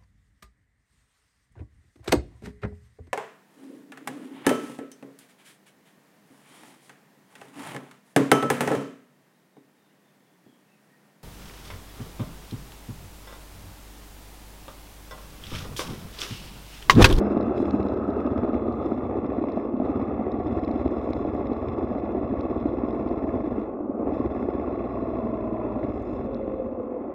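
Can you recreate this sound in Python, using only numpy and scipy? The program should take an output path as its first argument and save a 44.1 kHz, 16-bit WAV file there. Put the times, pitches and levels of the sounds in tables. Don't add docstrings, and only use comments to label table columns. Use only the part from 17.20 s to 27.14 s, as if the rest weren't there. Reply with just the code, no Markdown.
import sys
import numpy as np
from scipy import signal
from scipy.fft import rfft, irfft, next_fast_len
from scipy.io import wavfile
from scipy.ndimage import uniform_filter1d

SR = 44100
rng = np.random.default_rng(int(sys.argv[2]) if len(sys.argv) > 2 else 0)


def wrap_up_sound(samples):
    columns = np.atleast_2d(samples).T
    tamed = np.clip(columns, -1, 1)
    steps = np.round(tamed * 32767).astype(np.int16)
    wavfile.write(sys.argv[1], SR, steps)


N = 438354
T = np.arange(N) / SR


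def amp(db):
    return 10 ** (np.asarray(db) / 20)


def unit(x):
    return x / np.sqrt(np.mean(x ** 2) + 1e-20)


def curves(rows):
    times, *columns = np.transpose(rows)
    return [np.interp(T, times, column) for column in columns]


def add(mix, start_s, sound):
    part = mix[round(start_s * SR):][:len(sound)]
    part += sound[:len(part)]


def wander(grain_s):
    size = max(round(grain_s * SR), 1)
    return unit(uniform_filter1d(uniform_filter1d(rng.standard_normal(N), size), size))


def ring(t, hz, rise_s):
    return t / rise_s * np.exp(1 - t / rise_s) * np.sin(2 * np.pi * hz * t)


def resonate(x, hz, width_hz):
    carrier = np.exp(2j * np.pi * np.cumsum(hz * np.ones(N)) / SR)
    r = np.exp(-np.pi * width_hz / SR)
    return 2 * (carrier * signal.lfilter([(1 - r) ** 2], [1, -2 * r, r * r], x / carrier)).real


def coloured(x, spectrum):
    size = 2 * next_fast_len(N // 2 + 4096)
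    hz, db = np.transpose(spectrum)
    bins_hz = np.fft.rfftfreq(size, 1 / SR)
    gain_db = np.interp(np.log(bins_hz + 1), np.log(hz + 1), db, left=-80, right=-80)
    cepstrum = irfft(gain_db * np.log(10) / 20, size)
    cepstrum[1:size // 2] *= 2
    cepstrum[size // 2 + 1:] = 0
    return unit(irfft(rfft(x, size) * np.exp(rfft(cepstrum)), size)[:N])


# pull_s, release_s, depth_fraction
CLUTCH_STROKES = [(2.333, 2.547, 0.6), (6.398, 6.761, 0.95), (9.357, 10.2, 0.5)]
def clutch():
    fade_s, grip_s = .22, .15
    return sum(depth * np.clip(np.minimum((T - pull) / fade_s, (release - T) / grip_s + 1), 0, 1)
               for pull, release, depth in CLUTCH_STROKES)


# time_s, rate_hz, relative_depth
MOUNT_SWAY = [(0.0, 19.23, 0.91), (0.28, 15.5, 0.55), (0.57, 16.68, 1.24), (0.85, 17.9, 0.98),
              (1.14, 16.97, 1.59), (1.42, 16.28, 0.83), (1.7, 17.53, 1.16), (1.99, 13.5, 0.9),
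              (2.27, 17.74, 0.87), (2.56, 16.48, 0.73), (2.84, 17.36, 1.17), (3.12, 14.62, 1.32),
              (3.41, 18.73, 1.27), (3.69, 16.02, 1.47), (3.98, 16.81, 1.31), (4.26, 17.25, 1.09),
              (4.54, 19.36, 1.3), (4.83, 18.04, 0.89), (5.11, 13.53, 0.94), (5.4, 18.06, 1.43),
              (5.68, 18.55, 0.99), (5.96, 17.1, 1.33), (6.25, 17.67, 1.23), (6.53, 18.5, 0.81),
              (6.82, 16.87, 0.91), (7.1, 17.74, 1.31), (7.38, 16.37, 1.16), (7.67, 16.3, 0.47),
              (7.95, 18.98, 0.94), (8.24, 16.77, 0.94), (8.52, 16.94, 0.37), (8.8, 16.16, 0.94),
              (9.09, 17.12, 0.95), (9.37, 17.24, 0.55), (9.66, 15.25, 0.37), (9.94, 26.64, 0.32)]
def rocking():
    rate_hz, depth = curves(MOUNT_SWAY)
    cycles = np.cumsum(rate_hz) / SR - .082
    return (depth + .33 * wander(.19)) * np.cos(2 * np.pi * cycles)


def shaken(motion, rock_db, crank_db, jolt_db, flutter_db, grain_s):
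    rock, crank, jolts = motion
    noise = rng.standard_normal(N)
    level_db = rock_db * rock + crank_db * crank + jolt_db * jolts + flutter_db * wander(grain_s)
    return unit(noise * amp(level_db))


def pelting(motion):
    rock, crank, _ = motion
    lands = rng.random(N) < 120 * np.exp(.8 * rock + .6 * crank) / SR
    return unit(lands * rng.choice([-1., 1.], N) * amp(4 * np.minimum(rng.exponential(1, N), 3)))


# frequency_hz, relative_db
HISS_SPECTRUM = [(2500, 11), (3500, 15.5), (4500, 1.5), (7000, 5.5), (10500, -15.5), (13000, -0.5),
                 (15000, 0), (15500, 2), (15800, 2)]
def hiss():
    spatter_s, length_s, spatter_db = .25, .04, 12
    spatter = np.clip(1.5 - abs((T - spatter_s) / length_s * 3 - 1.5), 0, 1)
    level_db = -88 + .31 * (curves(PANEL_LEVELS)[0] + 89) + spatter_db * spatter
    return amp(level_db) * coloured(rng.standard_normal(N) * amp(3.2 * wander(.004)), HISS_SPECTRUM)


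# time_s, level_db
COVER_LEVELS = [(0.0, -64), (0.49, -58.5), (0.91, -69), (1.07, -58.5), (1.1, -68), (2.15, -68), (2.28, -65),
                (2.51, -72), (2.67, -65), (3.22, -73), (3.28, -67.5), (6.4, -68.5), (6.73, -84),
                (6.92, -68), (9.15, -67.5), (9.9, -84.5)]
# time_s, first_db, second_db, third_db, fourth_db
PANEL_LEVELS = [(0, -70, -75, -73, -88), (.35, -70, -78, -81, -91), (.375, -64, -63, -66, -77),
                (.43, -67, -66, -70, -78), (.46, -68, -71, -73, -79), (.72, -71, -71, -80, -83),
                (.82, -74, -79, -82, -89), (1.3, -69.5, -80, -83.5, -93), (1.57, -70.5, -79, -87, -92),
                (1.66, -66.5, -75, -76.5, -88), (1.95, -75, -84, -86, -91), (2.3, -72, -73.5, -81, -89.5),
                (2.42, -74.5, -82, -80, -95), (2.53, -82, -92, -89, -99), (2.64, -68, -78, -86, -95),
                (2.8, -72, -79.5, -79, -94), (3, -75, -88, -90, -97), (3.2, -71, -80, -82.5, -91),
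                (3.47, -70, -74, -77, -84.5), (3.75, -70, -76, -78, -88), (3.95, -68, -75, -77, -81),
                (4.2, -72, -81, -82, -90.5), (4.4, -71, -78, -79.5, -92.5), (4.75, -71, -81, -79, -86),
                (4.9, -73, -81.5, -84, -94.5), (5.42, -71, -75, -81, -92), (5.94, -75, -81, -79, -92),
                (6.2, -73, -81, -82, -90), (6.42, -73.5, -82.5, -87, -94), (6.56, -95, -103, -104, -104),
                (6.78, -91, -103, -102, -104), (6.87, -85, -92, -92, -100), (6.93, -70, -78.5, -77, -84),
                (7.25, -71.5, -80, -79, -91), (7.5, -74.5, -80, -83.5, -98),
                (7.86, -74.5, -77, -81.5, -96.5), (8.38, -77.5, -86.5, -86.5, -100),
                (8.6, -73, -85, -88, -95), (8.7, -73.5, -80, -80, -88), (8.95, -72, -80, -77, -84),
                (9.1, -73.5, -86, -89, -100), (9.38, -77, -85, -95, -102), (9.52, -86, -100, -102, -106),
                (9.94, -92, -102, -104, -106)]
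# pitch_hz, width_hz, relative_db
PANEL_MODES = [
    [(3480, 200, 0)],
    [(3950, 170, 0)],
    [(5130, 440, -0.5), (5230, 400, -5.5)],
    [(6800, 430, 0.5), (7100, 1200, -3.5), (8140, 900, -4.5)],
]
def buzz(motion, impacts):
    drive = shaken(motion, rock_db=.47, crank_db=1.1, jolt_db=1.3, flutter_db=1.9, grain_s=.0026)
    drive += .39 * impacts
    cover_hz, width_hz = 2629, 340
    cover = resonate(resonate(drive, cover_hz, width_hz), cover_hz, width_hz)
    out = amp(curves(COVER_LEVELS)[0]) * unit(cover)
    for level_db, modes in zip(curves(PANEL_LEVELS), PANEL_MODES):
        panel = sum(amp(db) * resonate(drive, hz, width) / np.sqrt(width) for hz, width, db in modes)
        out += amp(level_db) * unit(panel)
    return out


def snap(noise, decay_s=.00093):
    band = signal.butter(2, (2800, 7800), "band", fs=SR, output="sos")
    return signal.sosfilt(band, noise) * np.exp(-T[:len(noise)] / decay_s)


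def small_ticks(rock):
    t = T[:500]
    tick = (ring(t, 3800, .00045) + .68 * ring(t, 2500, .00027) + .47 * ring(t, 5100, .0003)
            + .15 * ring(t, 6900, .0001) + .351 * snap(rng.standard_normal(len(t))))
    lands = rng.random(N) < 60 * np.exp(.4 * rock) / SR
    level_db = curves(PANEL_LEVELS)[0] + 3.5 + 3.8 * np.minimum(rng.exponential(1, N), 3)
    return signal.oaconvolve(lands * amp(level_db), tick)[:N]


# start_s, relative_db
DRY_CLICKS = [(0.1191, -58), (0.3536, -62), (0.375, -53), (0.3824, -51), (0.3934, -58), (0.4024, -54),
              (0.405, -56), (0.4104, -60), (0.4164, -57), (0.4214, -52), (0.4264, -62), (0.4304, -60),
              (0.4674, -59), (0.4804, -61), (0.5302, -60), (0.5477, -58), (0.6509, -59), (0.8804, -62),
              (0.9702, -61), (1.0104, -58), (1.2484, -61), (1.5524, -64), (1.5824, -68), (1.6596, -60),
              (1.6871, -62), (1.7245, -60), (2.2513, -69), (2.3675, -60), (2.3944, -67), (2.5476, -66),
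              (2.7124, -64), (2.8928, -65.5), (2.9354, -67), (2.9896, -69), (3.3273, -61), (3.713, -60),
              (3.8342, -64), (3.904, -55), (3.9564, -62), (3.9923, -58), (4.1475, -60), (4.5865, -60),
              (4.9217, -60), (5.1267, -62), (5.2315, -65), (5.5438, -62), (5.7558, -63), (5.911, -60),
              (6.0851, -58.5), (6.2158, -65), (6.3969, -61), (6.9232, -65), (7.0703, -66), (7.203, -63),
              (7.891, -64), (8.8238, -59), (8.9346, -60), (9.0608, -63)]
def chatter():
    out, t = np.zeros(N), T[:500]
    click = .6 * ring(t, 3700, .00018) + 1.3 * ring(t, 2200, .00022) + .3 * ring(t, 6000, .00008)
    for start_s, db in DRY_CLICKS:
        add(out, start_s, amp(db) * (click + 1.9 * snap(rng.standard_normal(len(t)), decay_s=.00092)))
    return out


# start_s, ring_db, pitch_hz, body_db, snap_db (levels are relative)
LOOSE_STRIKES = [(0.0633, -50, 3430, -54, -67), (0.1017, -50, 3770, -44, -69),
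                 (0.1725, -47, 3760, -42, -69), (0.209, -41, 3990, -48, -69), (0.2274, -50, 3710, -46, -70),
                 (0.379, -43, 3360, -36, -64), (0.4544, -45, 3350, -39, -66), (0.508, -37, 4040, -42, -60),
                 (0.5626, -48, 3820, -53, -68), (0.605, -52, 4080, -44, -65), (0.628, -43, 3910, -42, -65),
                 (0.6684, -53, 3460, -46, -63), (0.6846, -45.5, 3830, -48, -65),
                 (0.7382, -49, 3830, -49, -68), (0.7716, -52, 3440, -47, -67.5),
                 (0.9028, -51, 3860, -52, -67), (1.0036, -49, 3500, -40, -69), (1.064, -52, 3530, -47, -73),
                 (1.1189, -54, 3400, -52, -80), (1.1784, -46, 3430, -39, -70),
                 (1.2027, -57, 3460, -51, -74), (1.235, -51, 3830, -41, -69),
                 (1.344, -51, 3380, -36.5, -63), (1.524, -47, 3997, -51, -70),
                 (1.6262, -49, 3460, -50, -68), (2.063, -50, 3582, -45, -72), (2.2877, -52, 3450, -51, -72),
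                 (2.319, -46.5, 3930, -54, -69), (2.6678, -56, 3420, -51, -72),
                 (2.6978, -48.5, 3540, -51, -68), (3.117, -42, 3810, -53, -66),
                 (3.237, -49, 3840, -51, -75), (3.269, -46, 3440, -46, -69), (3.3935, -50, 3980, -48, -69),
                 (3.4366, -48, 3280, -40, -66), (3.4465, -42, 4000, -45, -62),
                 (3.4786, -46, 3430, -35, -65), (3.5127, -40.5, 3980, -41, -67),
                 (3.558, -48, 3320, -48, -70), (3.614, -48, 3344, -54, -68), (3.679, -46, 3554, -40, -68),
                 (3.814, -47, 3600, -52, -69), (3.9323, -37.5, 3910, -37.5, -62),
                 (4.164, -51, 3870, -62, -72), (4.269, -49, 3716, -40, -67), (4.3316, -50, 4010, -48, -66),
                 (4.4194, -63, 3530, -47, -73), (4.4847, -50, 3510, -40, -69.5),
                 (4.5306, -53, 3346, -47, -68), (5.1951, -59, 3370, -50, -72),
                 (5.2085, -45, 3950, -54, -71), (5.4008, -53, 3400, -59, -78), (5.46, -54, 3350, -45, -75),
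                 (5.6855, -58, 3360, -50, -70), (5.7069, -50, 3570, -44, -66),
                 (5.7261, -53, 3848, -53.5, -72), (5.8733, -58, 3340, -49, -69),
                 (5.8882, -45, 3920, -51, -66), (6.2659, -54, 3485, -48, -74), (6.892, -54, 3400, -51, -71),
                 (8.639, -52, 3521, -46, -68), (9.1445, -42, 3902, -60, -74)]
def ticks():
    out, t = np.zeros(N), T[:500]
    bounce_s, ring_delay_s, roughness = .0033, .001, .32
    for start_s, ring_db, hz, body_db, snap_db in LOOSE_STRIKES:
        noise = rng.standard_normal(len(t))
        touch = amp(body_db) * ring(t, 2100, .00048) + 1.3 * amp(snap_db) * snap(noise)
        rise_s = .0006 * np.exp(.28 * noise[0])
        modes = ring(t, hz, rise_s) + amp(-8) * ring(t, 5200, rise_s)
        grit = unit(uniform_filter1d(uniform_filter1d(noise, 40), 40))
        add(out, start_s - bounce_s, amp(-6.5) * touch)
        add(out, start_s, touch)
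        add(out, start_s + ring_delay_s, amp(ring_db) * modes * (1 - roughness + roughness * grit))
    return out


# time_s, pitch_hz, level_db
HUM_TONE = [(0, 204.9, -25), (.3, 205, -40.5), (.6, 200.9, -29), (.75, 197, -44), (.9, 200, -53.5)]
def hum():
    hz, db = curves(HUM_TONE)
    sounding = T < HUM_TONE[-1][0]
    return np.sqrt(2) * amp(db) * sounding * np.sin(2 * np.pi * np.cumsum(hz) / SR)


# start_s, level_db, pitch_hz, edge_db
BUMPS = [(0.014, -17, 315, -33), (0.105, -15.5, 370, -45), (0.168, -12.5, 221, -19.5),
         (0.202, -24, 262, -19), (0.278, -15, 269, -31), (0.309, -15.5, 374, -27), (0.376, -16, 354, -32),
         (0.401, -10.5, 278, -24), (0.425, -16, 369, -28), (0.453, -16, 322, -29), (0.54, -17.5, 300, -30),
         (0.598, -19, 339, -31), (0.65, -16.5, 265, -24), (0.811, -27.5, 398, -34), (0.887, -15, 253, -40),
         (0.965, -16, 393, -27), (1.053, -16, 262, -33), (1.114, -26, 256, -28), (1.158, -19, 288, -37),
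         (1.229, -18, 226, -38), (1.285, -23, 251.7, -26), (1.332, -16.5, 255, -21), (1.456, -32, 390, -23),
         (1.832, -24.5, 264, -34), (1.906, -22.5, 272, -26), (2.03, -22, 232, -32), (2.055, -16, 287, -38),
         (2.091, -17.5, 280, -36), (2.182, -14.5, 282, -22), (2.214, -15.5, 309, -31),
         (2.274, -20.5, 260, -24), (2.373, -16.5, 237, -16.5), (2.54, -13.5, 264.1, -36),
         (2.6, -12.5, 264, -18.5), (2.572, -19, 270, -34), (2.62, -15, 280, -21), (2.65, -21, 300, -32),
         (2.75, -22.5, 249, -35), (2.797, -19, 240, -24), (2.887, -23, 264, -37), (2.992, -19, 256, -30),
         (3.066, -23, 385, -32.5), (3.26, -22, 260, -32), (2.972, -26, 244, -27), (3.202, -25.5, 394, -27),
         (3.436, -20.5, 312, -33), (3.487, -17, 233.5, -19.5), (3.506, -14.5, 295, -24),
         (3.532, -20, 241, -27), (3.558, -15.5, 299.8, -32), (3.659, -13.5, 316, -26),
         (3.712, -29, 333, -37), (4.003, -23, 257, -33), (4.049, -19, 322, -22), (4.295, -18, 270, -30),
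         (4.315, -17.5, 292, -35), (4.585, -18.5, 377, -32), (4.712, -19, 236, -28),
         (4.757, -19, 266.4, -25), (4.835, -19, 296, -42), (4.948, -16.5, 363, -20), (4.977, -15, 286, -31),
         (5.011, -18.5, 318, -31), (5.104, -17, 269, -29), (5.122, -15, 250, -36.5),
         (5.137, -17.5, 352, -24), (5.193, -18.5, 290, -29), (5.298, -26.5, 272, -32),
         (5.455, -13.5, 292, -22), (5.535, -26, 312, -32), (5.581, -24, 304, -32), (5.731, -18.5, 328, -31),
         (5.863, -18, 283.1, -36), (5.911, -19, 388, -38), (6.076, -21, 266, -32), (6.138, -29, 293, -38),
         (6.241, -17.5, 306, -25.5), (6.319, -22, 310, -26), (6.603, -22, 331, -34),
         (6.694, -17.5, 288, -37), (6.871, -19.5, 265, -17), (6.921, -24.5, 269, -23), (7.0, -23, 293, -28),
         (7.104, -28, 260, -29), (7.162, -31, 380, -25), (7.253, -20, 266, -23.5), (7.283, -23, 378, -36),
         (7.382, -18, 269, -27), (7.478, -20.5, 306, -31), (7.826, -18.5, 256, -36), (7.937, -32, 364, -28),
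         (8.128, -19.5, 287, -29), (8.323, -19.5, 241, -37), (8.559, -19, 253.4, -24),
         (8.634, -26, 299, -23), (9.277, -33, 317.5, -23), (9.599, -28, 494, -29)]
def knocks():
    out, t = np.zeros(N), T[:2600]
    edge_hz, push_hz = 625, 88
    push = amp(-40) * ring(t, push_hz, .0039)
    for start_s, db, hz, edge_db in BUMPS:
        add(out, start_s, amp(db) * ring(t, hz, .0031) + amp(edge_db) * ring(t, edge_hz, .0014) + push)
    return out


def dip_at_bumps(shape_db, lead_s):
    db = np.zeros(N)
    for start_s, *_ in BUMPS:
        add(db, start_s - lead_s, shape_db)
    return amp(db)


# time_s, middle_db, upper_db, shudder_db
ROAR_LEVELS = [(0, -24, -53, -38), (.4, -26, -57, -36), (.85, -26.5, -60, -43.5), (1.5, -27, -57.5, -37),
               (2.3, -28, -55, -41.5), (2.65, -26, -52.5, -42.5), (3.0, -28.5, -56.5, -41.5),
               (3.5, -28, -55, -40.5), (4.7, -28.5, -55.5, -40), (5.9, -28, -55.5, -41),
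               (6.45, -29.5, -55.5, -43), (6.85, -24.5, -53.5, -35.5), (7.0, -28.5, -54.5, -39.5),
               (8.5, -29.5, -56.5, -47), (8.85, -30, -57, -38.5), (9.35, -32, -60.5, -42.5),
               (9.94, -30.5, -53, -48)]
# frequency_hz, relative_db
SHUDDER_SPECTRUM = [(15, -48), (25, -16), (32, -22.5), (48, -16), (70, 0), (129, -3), (162, -16),
                    (170, -12.5), (220, -43.5), (370, -120)]
MIDDLE_SPECTRUM = [(94, -49.5), (160, -12.5), (166, -11.5), (197, -6), (222, 1), (335, 0), (389, -2),
                   (483, -5.5), (556, -6.5), (690, -8.5), (786, -14.5), (863, -14), (939, -21.5),
                   (1120, -16), (1500, -33.5), (1950, -76.5), (3300, -120)]
UPPER_SPECTRUM = [(1250, 2.5), (1400, 4), (1550, -25), (1680, 1), (1860, -2.5), (2070, 1), (2250, -4),
                  (2400, -9.5), (2500, -5), (2640, -8), (2780, -15.5), (2880, -27.5), (3000, -32.5),
                  (3300, -20), (3700, -34), (4200, -54.5)]
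def roar(motion, impacts, blows):
    middle_db, upper_db, shudder_db = curves(ROAR_LEVELS)
    rock, pulled = motion[0], clutch()
    gusts = shaken(motion, rock_db=3.6, crank_db=0, jolt_db=1.8, flutter_db=1.2, grain_s=.044)
    shudder = coloured(gusts + .2 * impacts, SHUDDER_SPECTRUM)
    rush = shaken(motion, rock_db=.38, crank_db=1, jolt_db=.84, flutter_db=1, grain_s=.0017)
    middle = coloured(rush + .3 * impacts + .4 * blows, MIDDLE_SPECTRUM)
    middle = unit(middle + .33 * rock * resonate(middle, hz=290, width_hz=320))
    flutter = shaken(motion, rock_db=1, crank_db=.82, jolt_db=.59, flutter_db=2.3, grain_s=.0041)
    upper = coloured(flutter + .22 * impacts + .54 * blows, UPPER_SPECTRUM)
    out = (amp(shudder_db - 12.5 * pulled) * shudder + amp(middle_db - 3 * pulled) * middle
           + amp(upper_db - 14.5 * pulled) * upper)
    age = T[:4000] / .0017
    return out * dip_at_bumps(-.5 * age * np.exp(1 - age), lead_s=0)


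def mesh_tone(hz, waver_db):
    cycles = np.cumsum(hz * (1 + .027 * wander(.006))) / SR
    return np.sqrt(2) * np.sin(2 * np.pi * cycles) * amp(waver_db * wander(.014))


# time_s, lower_db, upper_db, upper_pitch_hz (levels are relative)
GEAR_WHINE = [(0, -55, -52, 1293), (1.2, -61.5, -46.5, 1256), (1.7, -45, -50, 1205),
              (2.45, -56, -56.5, 1092), (2.66, -51.5, -49.5, 1253), (3.2, -42.5, -52.5, 1133),
              (4.5, -50.5, -52.5, 1106), (5.55, -45, -50.5, 1090), (6.2, -41.5, -50.5, 1065),
              (6.33, -57, -55, 1050), (6.6, -61.5, -58, 1061), (6.95, -47.5, -48.5, 1110),
              (7.5, -47.5, -50, 1099), (7.75, -44.5, -48, 1084), (8.0, -36.5, -49, 1055),
              (8.55, -36.5, -48, 1011), (8.68, -40.5, -61, 996), (8.78, -54, -65, 1080),
              (9.0, -48, -54, 1075), (9.1, -41.5, -59.5, 1070), (9.25, -36, -61, 1058),
              (9.75, -37, -48, 1038), (9.94, -59, -52, 1050)]
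def gears(crank_hz, turns):
    lower_db, upper_db, upper_hz = curves(GEAR_WHINE)
    turn_load = 1 + .4 * np.cos(2 * np.pi * turns)
    firing_load = 1 + .9 * np.cos(np.pi * turns)
    lower = amp(lower_db) * mesh_tone(10.9 * crank_hz, waver_db=3)
    upper = amp(upper_db - 18 * clutch()) * mesh_tone(upper_hz, waver_db=2.2)
    return turn_load * (lower + firing_load * upper)


# time_s, level_db
RASP_LEVELS = [(0, -51), (.6, -54), (1.3, -53), (1.6, -81.5), (3.2, -68), (3.5, -66), (4, -69.5),
               (9.94, -77.5)]
def rasp():
    return amp(curves(RASP_LEVELS)[0]) * unit(resonate(rng.standard_normal(N), hz=1470, width_hz=530))


def putter(turns, rock):
    new_turn = np.diff(np.floor(turns + .008 * wander(.01)), prepend=0) > 0
    strength = amp(2 * rock + 4 * np.clip(rng.standard_normal(N), -2, 1.5) - 18 * clutch())
    decay = np.exp(-T[:400] / .0018)
    return unit(signal.oaconvolve(new_turn * strength, decay)[:N] * rng.standard_normal(N))


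# time_s, rotation_hz, first_db, second_db (levels are relative)
CRANKSHAFT = [(0, 74.6, -47, -50), (.8, 75.4, -43.5, -58.5), (1.2, 68.3, -42.5, -55),
              (2.05, 67.2, -46, -56), (2.3, 66.4, -48, -57.5), (2.5, 48.4, -45.5, -54),
              (2.68, 72.4, -39, -44.5), (2.9, 72, -49.5, -53.5), (3.2, 65.6, -40.5, -50.5),
              (4.5, 65, -42.5, -55.5), (5.3, 63.2, -42, -53.5), (6.2, 60.3, -44.5, -48),
              (6.45, 52, -42.5, -50.5), (6.75, 54, -43, -52), (6.92, 66, -42.5, -54),
              (7.15, 66.5, -45.5, -57), (7.55, 60.9, -45, -51), (7.9, 60.4, -43.5, -48.5),
              (8.35, 57.6, -44, -46), (8.68, 54.6, -41, -44), (9.0, 49.6, -42.5, -58.5),
              (9.94, 44.8, -46, -54.5)]
def engine(turns, rock, jolts):
    _, first_db, second_db = curves(CRANKSHAFT)
    orders = amp(first_db) * np.sin(2 * np.pi * turns) + amp(second_db) * np.sin(4 * np.pi * turns)
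    orders *= amp(5.5 - 19 * clutch() + .52 * wander(.52) + .53 * jolts)
    low_cut = signal.butter(2, 62, "high", fs=SR, output="sos")
    return signal.sosfilt(low_cut, orders * (1 + .9 * rock))


def scene():
    crank_hz = curves(CRANKSHAFT)[0]
    turns = np.cumsum(crank_hz) / SR
    rock, jolts = rocking(), wander(.014)
    motion = rock, np.cos(2 * np.pi * turns), jolts
    mix = engine(turns, rock, jolts) + gears(crank_hz, turns) + rasp() + hum()
    mix += knocks() + ticks() + small_ticks(rock) + chatter()
    impacts = pelting(motion)
    mix += roar(motion, impacts, putter(turns, rock)) + buzz(motion, impacts)
    hollow_db = -1.5 * np.hanning(round(.048 * SR))
    return (mix * dip_at_bumps(hollow_db, lead_s=.041))[None]


def record(dry):
    notch_hz, width_hz, depth_db, cutoff_hz = 165, 25, 13, 15800
    size = next_fast_len(N)
    detuning = (np.fft.rfftfreq(size, 1 / SR) - notch_hz) / (width_hz / 2)
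    notch = amp(-depth_db / (1 + detuning ** 4))
    heard = irfft(rfft(dry, size) * notch, size)[:, :N]
    low_pass = signal.firwin(511, cutoff_hz, window=("kaiser", 9), fs=SR)
    return signal.oaconvolve(heard + hiss(), low_pass[None], "same")


dry = scene()
out = record(dry)
wrap_up_sound(out)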